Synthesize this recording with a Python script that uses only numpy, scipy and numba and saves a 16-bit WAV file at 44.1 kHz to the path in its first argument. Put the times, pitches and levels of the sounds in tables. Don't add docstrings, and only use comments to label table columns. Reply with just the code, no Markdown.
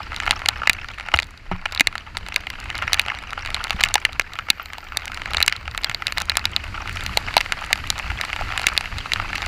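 import sys
import numpy as np
from scipy import signal
from scipy.fft import rfft, irfft
from scipy.io import wavfile
from scipy.ndimage import map_coordinates
from numba import njit

SR = 44100
rng = np.random.default_rng(int(sys.argv[2]) if len(sys.argv) > 2 else 0)


def invert_db(level):
    return 10 ** (np.asarray(level, dtype=float) / 20)


def unload_audio(sound):
    columns = np.transpose(np.atleast_2d(sound))
    steps = np.round(np.clip(columns, -1, 1) * 32767)
    wavfile.write(sys.argv[1], SR, steps.astype(np.int16))


N = 417627


def level(x, db):
    return x * invert_db(db) / np.sqrt(np.mean(x ** 2))


def band(x, hz, width_hz):
    b, a = signal.iirpeak(hz, hz / width_hz, fs=SR)
    return signal.sosfilt([[*b, *a]] * 2, x)


def high_pass(x, order, hz):
    return signal.sosfilt(signal.butter(order, hz, "high", fs=SR, output="sos"), x)


def walk(rate_hz):
    points = rng.standard_normal(int(N / SR * 200) + 9)
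    place = np.arange(0, N + 64, 64) * min(rate_hz, 199) / SR
    return map_coordinates(points, [place]).repeat(64)[:N]


@njit
def add(out, at, hz, t60_s, size, rise_s):
    for g in range(len(at)):
        turn = np.exp(2j * np.pi * hz[g] / SR - np.log(1000) / (t60_s[g] * SR))
        z = size[g] + 0j
        missing = 1.
        fill = np.exp(-1 / (rise_s[g] * SR))
        for i in range(at[g], min(at[g] + int(.8 * t60_s[g] * SR), len(out))):
            missing *= fill
            out[i] += z.imag * (1 - missing)
            z *= turn


# centre in Hz, width in Hz, density in dB.
RUMBLE = [(24.7, 15.4, 1), (66, 19, 0), (95, 21.4, -5.5), (123, 24, -16.5), (184, 18.6, -15.5),
          (257, 136, -22.5)]


def rumble():
    out, gust_db = 0, 2.3 * walk(11)
    for hz, width_hz, db in RUMBLE:
        noise = band(rng.standard_normal(N), hz, 1.58 * width_hz)
        swell = invert_db(1.43 * walk(6) + gust_db)
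        out = out + level(noise, db + 10 * np.log10(width_hz)) * swell
    return level(out, 0)


# frequency in Hz, density in dB per Hz.
SPRAY = [(150, -4), (430, -8), (800, -8.5), (1100, -5.5), (1320, -6.5), (1550, -2), (2700, -7),
         (3450, -16.5), (4700, -12), (5300, -23.5), (7300, -27), (8500, -34.5), (13500, -38), (15200, -54)]


def spray():
    flat = 0
    for hz in 170 * 2 ** (np.arange(14) / 2):
        noise = band(rng.standard_normal(N), hz, hz / 2)
        flat = flat + level(noise, 10 * np.log10(hz)) * invert_db(1.2 * walk(13))
    hz_points, db_points = np.transpose(SPRAY)
    hz = np.arange(1, N // 2 + 2) * SR / N
    colour = invert_db(np.interp(np.log(hz), np.log(hz_points), db_points, left=-60, right=-90))
    return level(irfft(rfft(flat) * colour, N), 0)


# start in seconds, end in seconds, start in Hz, end in Hz, level in dB.
WHISTLES = [
    (4.05, 4.7, 12250, 12200, -83),
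    (4.35, 5.27, 13750, 13650, -73),
    (5.53, 5.7, 15150, 15000, -82),
    (5.7, 6.2, 13600, 13300, -71),
    (5.88, 6.18, 12050, 11750, -77),
    (6.82, 7.0, 11300, 11500, -74),
    (7.08, 7.27, 11300, 11300, -68),
    (7.72, 7.95, 11250, 11500, -73),
    (8.0, 8.7, 12800, 12950, -76),
    (8.42, 8.95, 11200, 11450, -73),
]


def whistles():
    t, out = np.arange(N) / SR, 0
    for start_s, end_s, start_hz, end_hz, db in WHISTLES:
        hz = np.interp(t, [start_s, end_s], [start_hz, end_hz]) + 95 * walk(190)
        fade = np.clip(np.minimum(t - start_s, end_s - t) / 0.06, 0, 1)
        breath = invert_db(db + 6.5 + 3.5 * walk(14) + 6.5 * walk(180))
        out = out + fade * breath * np.sin(2 * np.pi * np.cumsum(hz) / SR)
    return out


# start in
# seconds, thud in dB, thud in Hz, t60 in seconds.
THUDS = [(1.14, -21, 330, .03), (1.147, -15, 73, .14), (1.483, -24, 19.5, .9), (1.515, -21, 180, .2),
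         (1.516, -25, 370, .07), (1.5352, -19, 92, .09), (1.808, -14, 290, .03), (3.744, -16, 60, .09),
         (3.746, -22.5, 182, .05), (4.502, -20, 230, .022), (5.894, -24, 110, .06)]


def thuds():
    s, db, hz, t60_s = np.array(THUDS).T.copy()
    out = np.zeros(N)
    add(out, (s * SR).astype(np.int64), hz, t60_s, invert_db(db), 0.089 / hz)
    return out


# frequency in Hz, level in dB, t60 in seconds,
# part (rounded: 0 door, 1 frame, 2 shell, 3 lens, 4 splash).
HOUSING = [(683, -4, 0.016, 0), (836, 1, 0.019, 0), (954, -7.5, 0.023, 0), (1188, -4.5, 0.015, 1),
           (1358, 4, 0.016, 1), (1730, -7, 0.017, 2), (2117, 2.5, 0.01, 2), (2485, -7, 0.018, 2),
           (2827, -0.5, 0.01, 2.5), (3497, -6, 0.0089, 3), (3895, 1, 0.0081, 3), (4265, -4, 0.008, 3),
           (4650, -2.5, 0.0069, 3), (5500, -18.5, 0.0094, 1.5), (6050, -8.5, 0.0066, 4),
           (7170, -1, 0.0037, 4), (9400, -6.5, 0.0028, 4), (10400, -7, 0.0018, 4), (12560, -11, 0.0014, 4),
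           (13600, -16, 0.0031, 4), (15600, -17, 0.0036, 4)]


def housing(s, part_db, scatter_db, detune, spread_s, tail_db, ring):
    hz, db, t60_s, part = np.transpose(HOUSING)
    part = np.round(part).astype(int)
    tune, strength, sign, late = np.moveaxis(rng.standard_normal((len(s), 4, 2, len(hz))), 1, 0)
    t60_s = t60_s * np.array([[ring], [2.4]]) * np.ones_like(tune)
    size = np.sign(sign) * invert_db(db + scatter_db * strength + np.array([[0], [tail_db]]))
    first_s = .005
    tau_s = t60_s / np.log(1000)
    power = np.sum(size ** 2 * tau_s / 4 * (1 - np.exp(-2 * first_s / tau_s)) / first_s, axis=1)
    part_power = power @ (part[:, None] == np.arange(part.max() + 1))
    size *= (invert_db(part_db) / np.sqrt(part_power))[:, None, part]
    spread_s = spread_s[:, None, None]
    at = (s[:, None, None] + spread_s * np.abs(late)) * SR
    mode_hz = np.minimum(hz * (1 + detune * tune), .45 * SR)
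    rise_s = 0.33 * spread_s * np.ones_like(tune) * np.minimum(2500 / hz, 1)
    out = np.zeros(N)
    add(out, at.astype(np.int64).ravel(), mode_hz.ravel(), t60_s.ravel(), size.ravel(), rise_s.ravel())
    return out


def softness(part_db):
    return .00015 + .00006 * np.clip(part_db[:, 2] - part_db[:, 4] - 16, 0, 25)


def colours(body_db, treble_db, lean):
    low_db = body_db[:, None] + np.array([-12., -6., -2.]) + lean[:, None] * np.array([4., 3.5, -1.5])
    splash_db = treble_db - 11.5 + .2 * (treble_db - body_db + 10.5)
    return np.column_stack([low_db, treble_db, splash_db])


def patter(count=2200):
    s, size = rng.random(count) * N / SR, rng.exponential(size=count)
    bright, lean = rng.standard_normal((2, count))
    size_db = 8.2 * np.minimum(size, 1.9)
    treble_db = size_db - 19.5 + 5.0 * np.minimum(bright, 1.3)
    part_db = colours(size_db - 2.5 * bright, treble_db, lean)
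    drops = housing(s, part_db, 8.1, 0.073, 1.5 * softness(part_db), tail_db=-11.5, ring=0.94)
    return level(drops, 0)


# start in seconds, length in seconds, level in dB.
GOUTS = [
    (0.484, 0.0011, -32),
    (1.5138, .02, -31),
    (1.516, .008, -40),
    (1.545, 0.011, -46),
    (2.827, 0.014, -28.5),
    (6.742, 0.013, -32.5),
    (7.276, 0.015, -33),
    (8.623, 0.013, -36),
    (6.201, 0.018, -36),
]


def gouts(count=8):
    s, length_s, db = np.transpose(GOUTS)
    place = np.arange(count) / (count - 1)
    at_s = s[:, None] + length_s[:, None] * (place + 0.071 * rng.standard_normal((len(s), count)))
    body_db = (db[:, None] + 4.5 - 7 * place ** 1.5).ravel()
    part_db = colours(body_db, body_db - 23.5, np.zeros_like(body_db) + 0.48)
    return housing(at_s.ravel(), part_db, 2.9, 0.047, softness(part_db), tail_db=-9.5, ring=0.58)


TILT_SHARES = [0.77, 0.9, 0.41, 0.75, 1.0]


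def struck(rows, ring_db, order, deep=True):
    rows = np.array(rows)
    place = np.arange(len(ring_db)) - order
    tilt_db = rows[:, [2]] * (place > 0) + deep * rows[:, [-1]] * (place < 0)
    return rows[:, 0], rows[:, [1]] + ring_db + tilt_db * TILT_SHARES


# level in dB of door, frame, shell, lens, splash.
ON_SHELL_DB = [-16.5, -11, 0, -10.5, -19]
ON_LENS_DB = [-14, -13, -3, 0.5, -10.5]
ON_FRAME_DB = [-12.5, 3, -2.5, -18.5, -26.5]
ON_DOOR_DB = [1.5, -20, -3, -7.5, -14.5]
ON_SPLASH_DB = [-14, -11, -7, -3, -0.5]
# start in seconds, level in dB over the first 5 ms, brightness in dB, depth in dB.
SHELL_HITS = [(0.2764, -15.5, -8.5, 13.5), (0.4595, -16.5, 3.5, 4), (0.6732, -12, 1.5, 6),
              (0.6962, -7, 7.5, -4), (1.1387, -7.5, -10.5, 9), (1.1425, -15, -12.5, 14),
              (1.1885, -13, -3.5, -1), (1.6588, -18, -5.5, 11), (1.7967, -12.5, 5, -8),
              (1.8076, -7.5, 7.5, 1.5), (1.8716, -12.5, 12, -20), (2.3611, -14, 10, -12),
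              (2.8775, -18, -11, 7), (2.9953, -10, 6.5, -13), (3.0998, -17, -16, -3),
              (3.8072, -16.5, -1, -4), (3.8368, -8, 5.5, -17), (4.051, -10.5, 3, -16),
              (4.1964, -11.5, 2.5, 0), (5.3464, -18.5, 1, 11), (5.4037, -18, 3, 7), (5.4793, -9, 9.5, -12),
              (6.1736, -17.5, -4.5, 1), (7.4103, -18.5, 6, 2), (7.5222, -16, 7, 5.5), (7.7293, -11, 10, -5),
              (8.212, -19, 9.5, -13), (8.3298, -18, -6.5, -1), (8.5767, -20.5, 11, 9), (8.6681, -9, 12, -8),
              (9.119, -16, -1.5, -9)]
SHELL_TAPS = [(0.2012, -20, 0, 2), (0.3194, -24, -2, 9), (1.063, -33, -4.5, 4), (1.117, -27, -6, 6),
              (1.0856, -24.5, -5, 14), (1.954, -21, -1, 12.5), (2.3225, -25.5, -10, 4),
              (2.4689, -22, -4, 3), (2.5019, -24, 6.5, -10), (2.7016, -22, -1.5, 1),
              (2.7864, -22.5, -11, 9), (3.083, -22, -3.5, 12.5), (3.797, -23, -6.5, 6),
              (3.8596, -20, -11, -4), (4.486, -24.5, -8, 7), (5.2574, -22, -3.5, 0), (5.4146, -20, -0.5, 7),
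              (5.5249, -17, 2.5, -3), (5.678, -22, -6, 9.5), (5.777, -23.5, 12.5, 14),
              (5.8966, -22.5, 7, 6), (6.123, -22.5, 6.5, 6), (7.284, -21, -11, -1), (7.406, -20, -0.5, -2),
              (7.9954, -22, -10.5, 11), (8.362, -20.5, -3, 10.5), (8.522, -22.5, -4, 8),
              (8.6843, -22.5, 0, 13), (8.809, -24.5, 7, 11.5), (9.3297, -20, -7.5, 7),
              (9.3544, -25, 5, -13), (9.3574, -20, -2, -10)]
SHELL_PATS = [(0.1186, -29, -6, 18), (0.1447, -26.5, -1, 2), (1.0085, -30, -3.5, 8),
              (3.4736, -25.5, -2.5, 2), (3.4494, -27, -0.5, 8), (3.5036, -25.5, 2.5, 1),
              (3.5646, -25, -5, 9), (3.669, -23.5, -6, 4), (0.223, -30.5, -3, 13), (3.0625, -29.5, 5, 15),
              (5.497, -30, 8, 3), (4.7335, -29, 9.5, -6), (5.0793, -26, 1.5, -6), (5.3825, -25, 0, 13),
              (5.1734, -26, -2, 15), (5.2179, -26.5, -0.5, 8), (5.9132, -23, -6, 5), (6.0805, -23, -1, 2),
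              (6.3545, -25, 0, 3), (6.302, -22, -4, 5), (6.3176, -21.5, -5, 3), (6.6407, -30.5, 5, -5),
              (6.8749, -24, -0.5, -9), (6.9704, -22.5, -2, -4), (7.4602, -25, -3.5, 9.5),
              (7.6399, -28, 0, 14), (7.7568, -27, 3, 8), (7.9801, -26.5, 9, 12), (8.1167, -29, -6.5, 11),
              (8.1876, -24.5, -9.5, -7), (8.2348, -24, -12.5, -2), (8.3, -25, -9, 7), (8.8405, -28, -5, 2),
              (8.8566, -25, -4.5, 1), (8.766, -24, -2.5, 9), (9.4273, -24, -0.5, 9)]
LENS_HITS = [(0.3089, -11.5, 2, 4), (0.487, -12, 7, 4.5), (1.7755, -23, -20, -3), (2.1699, -27, 0, 13.5),
             (2.9318, -9.5, 1, -10), (2.9431, -18, 5, 7), (3.5449, -18.5, -3, -4), (3.6408, -25.5, 4.5, -1),
             (3.7066, -21.5, 1, 13.5), (3.831, -30, 0, -3), (3.9412, -17.5, 14.5, -8), (4.502, -8, 5, -1.5),
             (4.9715, -16, 5.5, -8), (5.3345, -26, 0, 8), (5.3693, -13, -12.5, -6), (5.4267, -8.5, -3, -20),
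             (5.845, -14.5, -7, -4.5), (5.9464, -18.5, -9.5, -3), (6.069, -17.5, -0.5, -10),
             (6.1821, -19, 2, 1.5), (6.2967, -13, -3, -13), (6.3702, -11.5, 7, -1), (6.4543, -14, 1.5, -2),
             (6.5634, -14.5, -11, -7.5), (7.0634, -23.5, 3.5, 2), (7.3785, -14.5, -9.5, 4.5),
             (7.9023, -15.5, 6.5, 4), (8.7767, -12, -1.5, -5), (8.9839, -27, -1, 10), (9.135, -16, 0, -7)]
LENS_TICKS = [(0.163, -27.5, 1, -6), (0.184, -39, -10, -5), (0.732, -28, 7, -15), (0.8862, -31, -6.5, 5),
              (1.173, -30, -5, 7), (1.1999, -27, 1, 7), (1.2298, -28.5, -10, -3.5), (1.376, -41, -2, -13),
              (4.658, -36.5, 4, 11), (1.723, -29.5, 2, 7), (1.749, -28.5, 5, -4), (1.98, -31.5, -2, 3),
              (2.3429, -32, 3, 3), (2.7796, -31, 3, -8), (3.016, -32, 5, 1), (3.4605, -30, 2, 10),
              (4.1304, -38, 5, 11), (4.2185, -34.5, -4, 0), (4.335, -34.5, 3, 4), (5.0556, -31, 9, -11),
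              (5.1451, -33.5, 7, -8), (5.463, -31, 14, 0), (5.564, -30, -4, -3), (5.835, -29.5, -5, 4),
              (7.3406, -27.5, -6, 10), (8.663, -36, -3, 5)]
LENS_PATS = [(0.2567, -37, 5, 15), (0.3929, -37, -1, 11), (0.4949, -37, -8, 11), (1.2232, -33.5, -2, 11),
             (2.2641, -35.5, -4, 14), (2.2857, -33, 4, 15), (9.4615, -28, -2, 1), (2.6015, -35.5, 2.5, 0),
             (2.7531, -29, -6.5, 8.5), (3.1487, -32.5, -9, 14), (3.1876, -33.5, -4, 8),
             (3.3063, -34, -3, 6), (3.3925, -36, -8, 9), (3.5507, -38, 0, 19), (3.6966, -33, -1, 10),
             (3.8111, -21, 4, 8), (3.8872, -28, -1, 8), (5.308, -37, 4, 0), (5.7124, -35, -3, 1),
             (6.3941, -35, 1, 19), (7.0078, -30.5, -3, 7), (7.1726, -15, -3, -13), (8.6328, -34, 0, 13),
             (7.6473, -37, 3, 3), (7.7755, -37, 4, 8), (7.8728, -35, 6, 5), (7.9902, -33.5, 6, 7),
             (8.2498, -27.5, 2, 0), (8.5957, -30.5, 3, 19), (8.6161, -31, 5, 15), (8.6876, -25, 2, 2),
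             (8.989, -32, -5.5, 7), (9.3805, -32, 0, 22), (9.42, -28, -2, 10)]
FRAME_HITS = [(0.2337, -28, 9, -9), (0.2645, -27, 13, 3), (0.3272, -19.5, -18, -4),
              (0.6174, -19.5, -20.5, 2), (0.6334, -19.5, -9, 8), (0.8442, -27.5, 2.5, -1),
              (0.9979, -28, 6, 9), (1.7614, -29, 4, 1), (2.8228, -23.5, 8.5, 6), (3.1178, -24, -7.5, 5),
              (3.3768, -23.5, -8.5, 11), (3.6463, -26, 1, -3), (4.3882, -22.5, 5.5, -27),
              (5.1181, -26.5, 7.5, -9), (6.0216, -22, 2.5, 5), (6.2129, -27.5, 10, 18),
              (6.3821, -26, -11, -9), (6.776, -27, -6, -12), (8.1011, -26, 2.5, -4), (8.4211, -21, -11, -1),
              (8.4894, -30, 3, -2), (9.058, -24, -5, 0), (9.1594, -25.5, 2.5, -2), (9.1988, -18, -1, 7)]
# start in seconds, level in dB, brightness in dB.
FRAME_PATS = [(0.273, -27, 3.5), (0.418, -25, -3.5), (0.6005, -40, -1), (0.9833, -32, 6), (0.1302, -28, -1),
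              (1.6556, -22, 6.5), (1.7278, -34.5, 11), (1.9264, -34.5, 8), (4.9213, -29.5, 0),
              (3.1145, -33, -1), (3.2371, -28.5, 0), (3.3313, -28.5, 12), (8.7516, -30, 0),
              (3.6048, -27, -10), (3.8557, -28, 10), (3.9797, -27, 6.5), (4.2115, -34, 13),
              (4.3548, -32.5, 8), (4.3937, -27, -4.5), (4.5969, -26, -7.5), (5.7479, -28, 5),
              (6.4417, -32, 8), (6.8947, -31, 13.5), (7.2756, -28.5, -12), (7.6247, -31.5, 5.5),
              (8.1044, -27.5, 6), (8.6412, -20.5, -2), (9.2973, -29.5, -7), (6.2857, -31, -4),
              (7.0779, -36, 1), (7.7883, -35, 6), (8.371, -34, 1)]
# start in seconds, level in dB, brightness in dB.
DOOR_HITS = [
    (0.293, -28, 0),
    (1.1621, -32, 12),
    (1.5139, -23.5, -15.5),
    (3.9552, -12.5, 3),
    (4.7827, -33, 3),
    (7.1726, -18, 12.5),
    (7.3671, -8.5, 2.5),
    (7.7092, -28, -8),
    (8.4106, -21.5, -10.5),
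]
# start in seconds, level in dB, depth in dB.
SPLASHES = [(0.7379, -47, 2), (6.957, -39, -2), (0.9162, -52, 2), (1.1561, -42, 4), (1.243, -50, 6),
            (1.2688, -50, -4), (1.3076, -48, -1), (1.8169, -46, 0), (2.1761, -38, 3), (2.4068, -45, 5),
            (6.928, -39, -3), (2.6424, -46, 2), (3.2251, -52, 0), (3.7315, -43, 0), (3.8494, -32, 7),
            (4.0016, -46, -3), (4.8423, -50, 4), (5.169, -50, -12), (5.8178, -47, 2), (6.2022, -31, 5),
            (6.2182, -27.5, 8), (6.2552, -42, 5), (6.5164, -45, 3), (7.037, -35, -2), (7.4502, -47, -7),
            (7.6117, -46, -8), (7.6626, -42, -7), (8.7354, -42, -5), (9.4098, -49, 4)]


def big_drops():
    kinds = [struck(SHELL_HITS + SHELL_TAPS, ON_SHELL_DB, order=2),
             struck(LENS_HITS + LENS_TICKS, ON_LENS_DB, order=3),
             struck(FRAME_HITS, ON_FRAME_DB, order=1),
             struck(DOOR_HITS, ON_DOOR_DB, order=0),
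             struck(SHELL_PATS, ON_SHELL_DB, order=2),
             struck(LENS_PATS, ON_LENS_DB, order=3),
             struck(FRAME_PATS, ON_FRAME_DB, order=1, deep=False),
             struck(SPLASHES, ON_SPLASH_DB, order=4)]
    s, part_db = (np.concatenate(k) for k in zip(*kinds))
    overload_db = 1.5 + .75 * np.clip(part_db.max(axis=1) + 15.5, 0, 9)
    overload_shares = np.array([0.36, 0.092, 0.75, 0.61, 0.32])
    trim_db = np.array([1.07, 2.05, 0.18, 0.82, 0.27])
    blow_db = part_db + overload_db[:, None] * overload_shares - trim_db
    spread_s = softness(part_db) + .00003 * overload_db
    return housing(s - .0001, blow_db, 1.67, 0.021, spread_s, tail_db=-16.5, ring=0.86)


# time in seconds, rain strength in dB, wind strength in dB.
RIDE = [(0.0, -36.5, -38.5), (0.34, -33.5, -40.5), (1.47, -42, -50), (1.79, -40.5, -45.5),
        (2.53, -39, -43.5), (2.92, -31, -40.5), (3.24, -37, -47.5), (3.69, -32, -38.5), (4.25, -41, -46.5),
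        (4.83, -40.5, -47), (5.35, -33, -38.5), (5.64, -40, -43), (6.83, -35, -37.5), (6.99, -34, -35.5),
        (7.75, -36.5, -40.5), (8.55, -31.5, -38), (8.91, -35.5, -39.5), (9.47, -32.5, -36.5)]


def scene():
    t = np.arange(N) / SR
    s, *columns = np.transpose(RIDE)
    rain_db, wind_db = (np.interp(t, s, c) for c in columns)
    spray_db = -12.5 + 0.51 * rain_db + 0.32 * wind_db
    hiss = spray()
    traffic = invert_db(np.interp(t, [6.45, 7.06], [-9, 5])) * high_pass(hiss, 1, 4000)
    film_db = -10 * ((t > 1.24) & (t < 1.51))
    drops = big_drops() + gouts() + invert_db(rain_db - 0.5 + film_db) * patter()
    drops = high_pass(drops, 3, 440)
    air = invert_db(spray_db) * (hiss + traffic) + invert_db(wind_db + 5.5) * rumble()
    return (drops + air + thuds() + whistles())[None]


def low_pass(x):
    return signal.sosfilt(signal.butter(12, 16440, fs=SR, output="sos"), x)


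def record(dry):
    squeezed = dry / (1 + np.abs(dry / 0.94) ** 5.64) ** (1 / 5.16)
    cut = signal.sosfilt(signal.ellip(4, .4, 27, 15000, fs=SR, output="sos"), squeezed)
    return low_pass(cut)


dry = scene()
out = record(dry)
unload_audio(out)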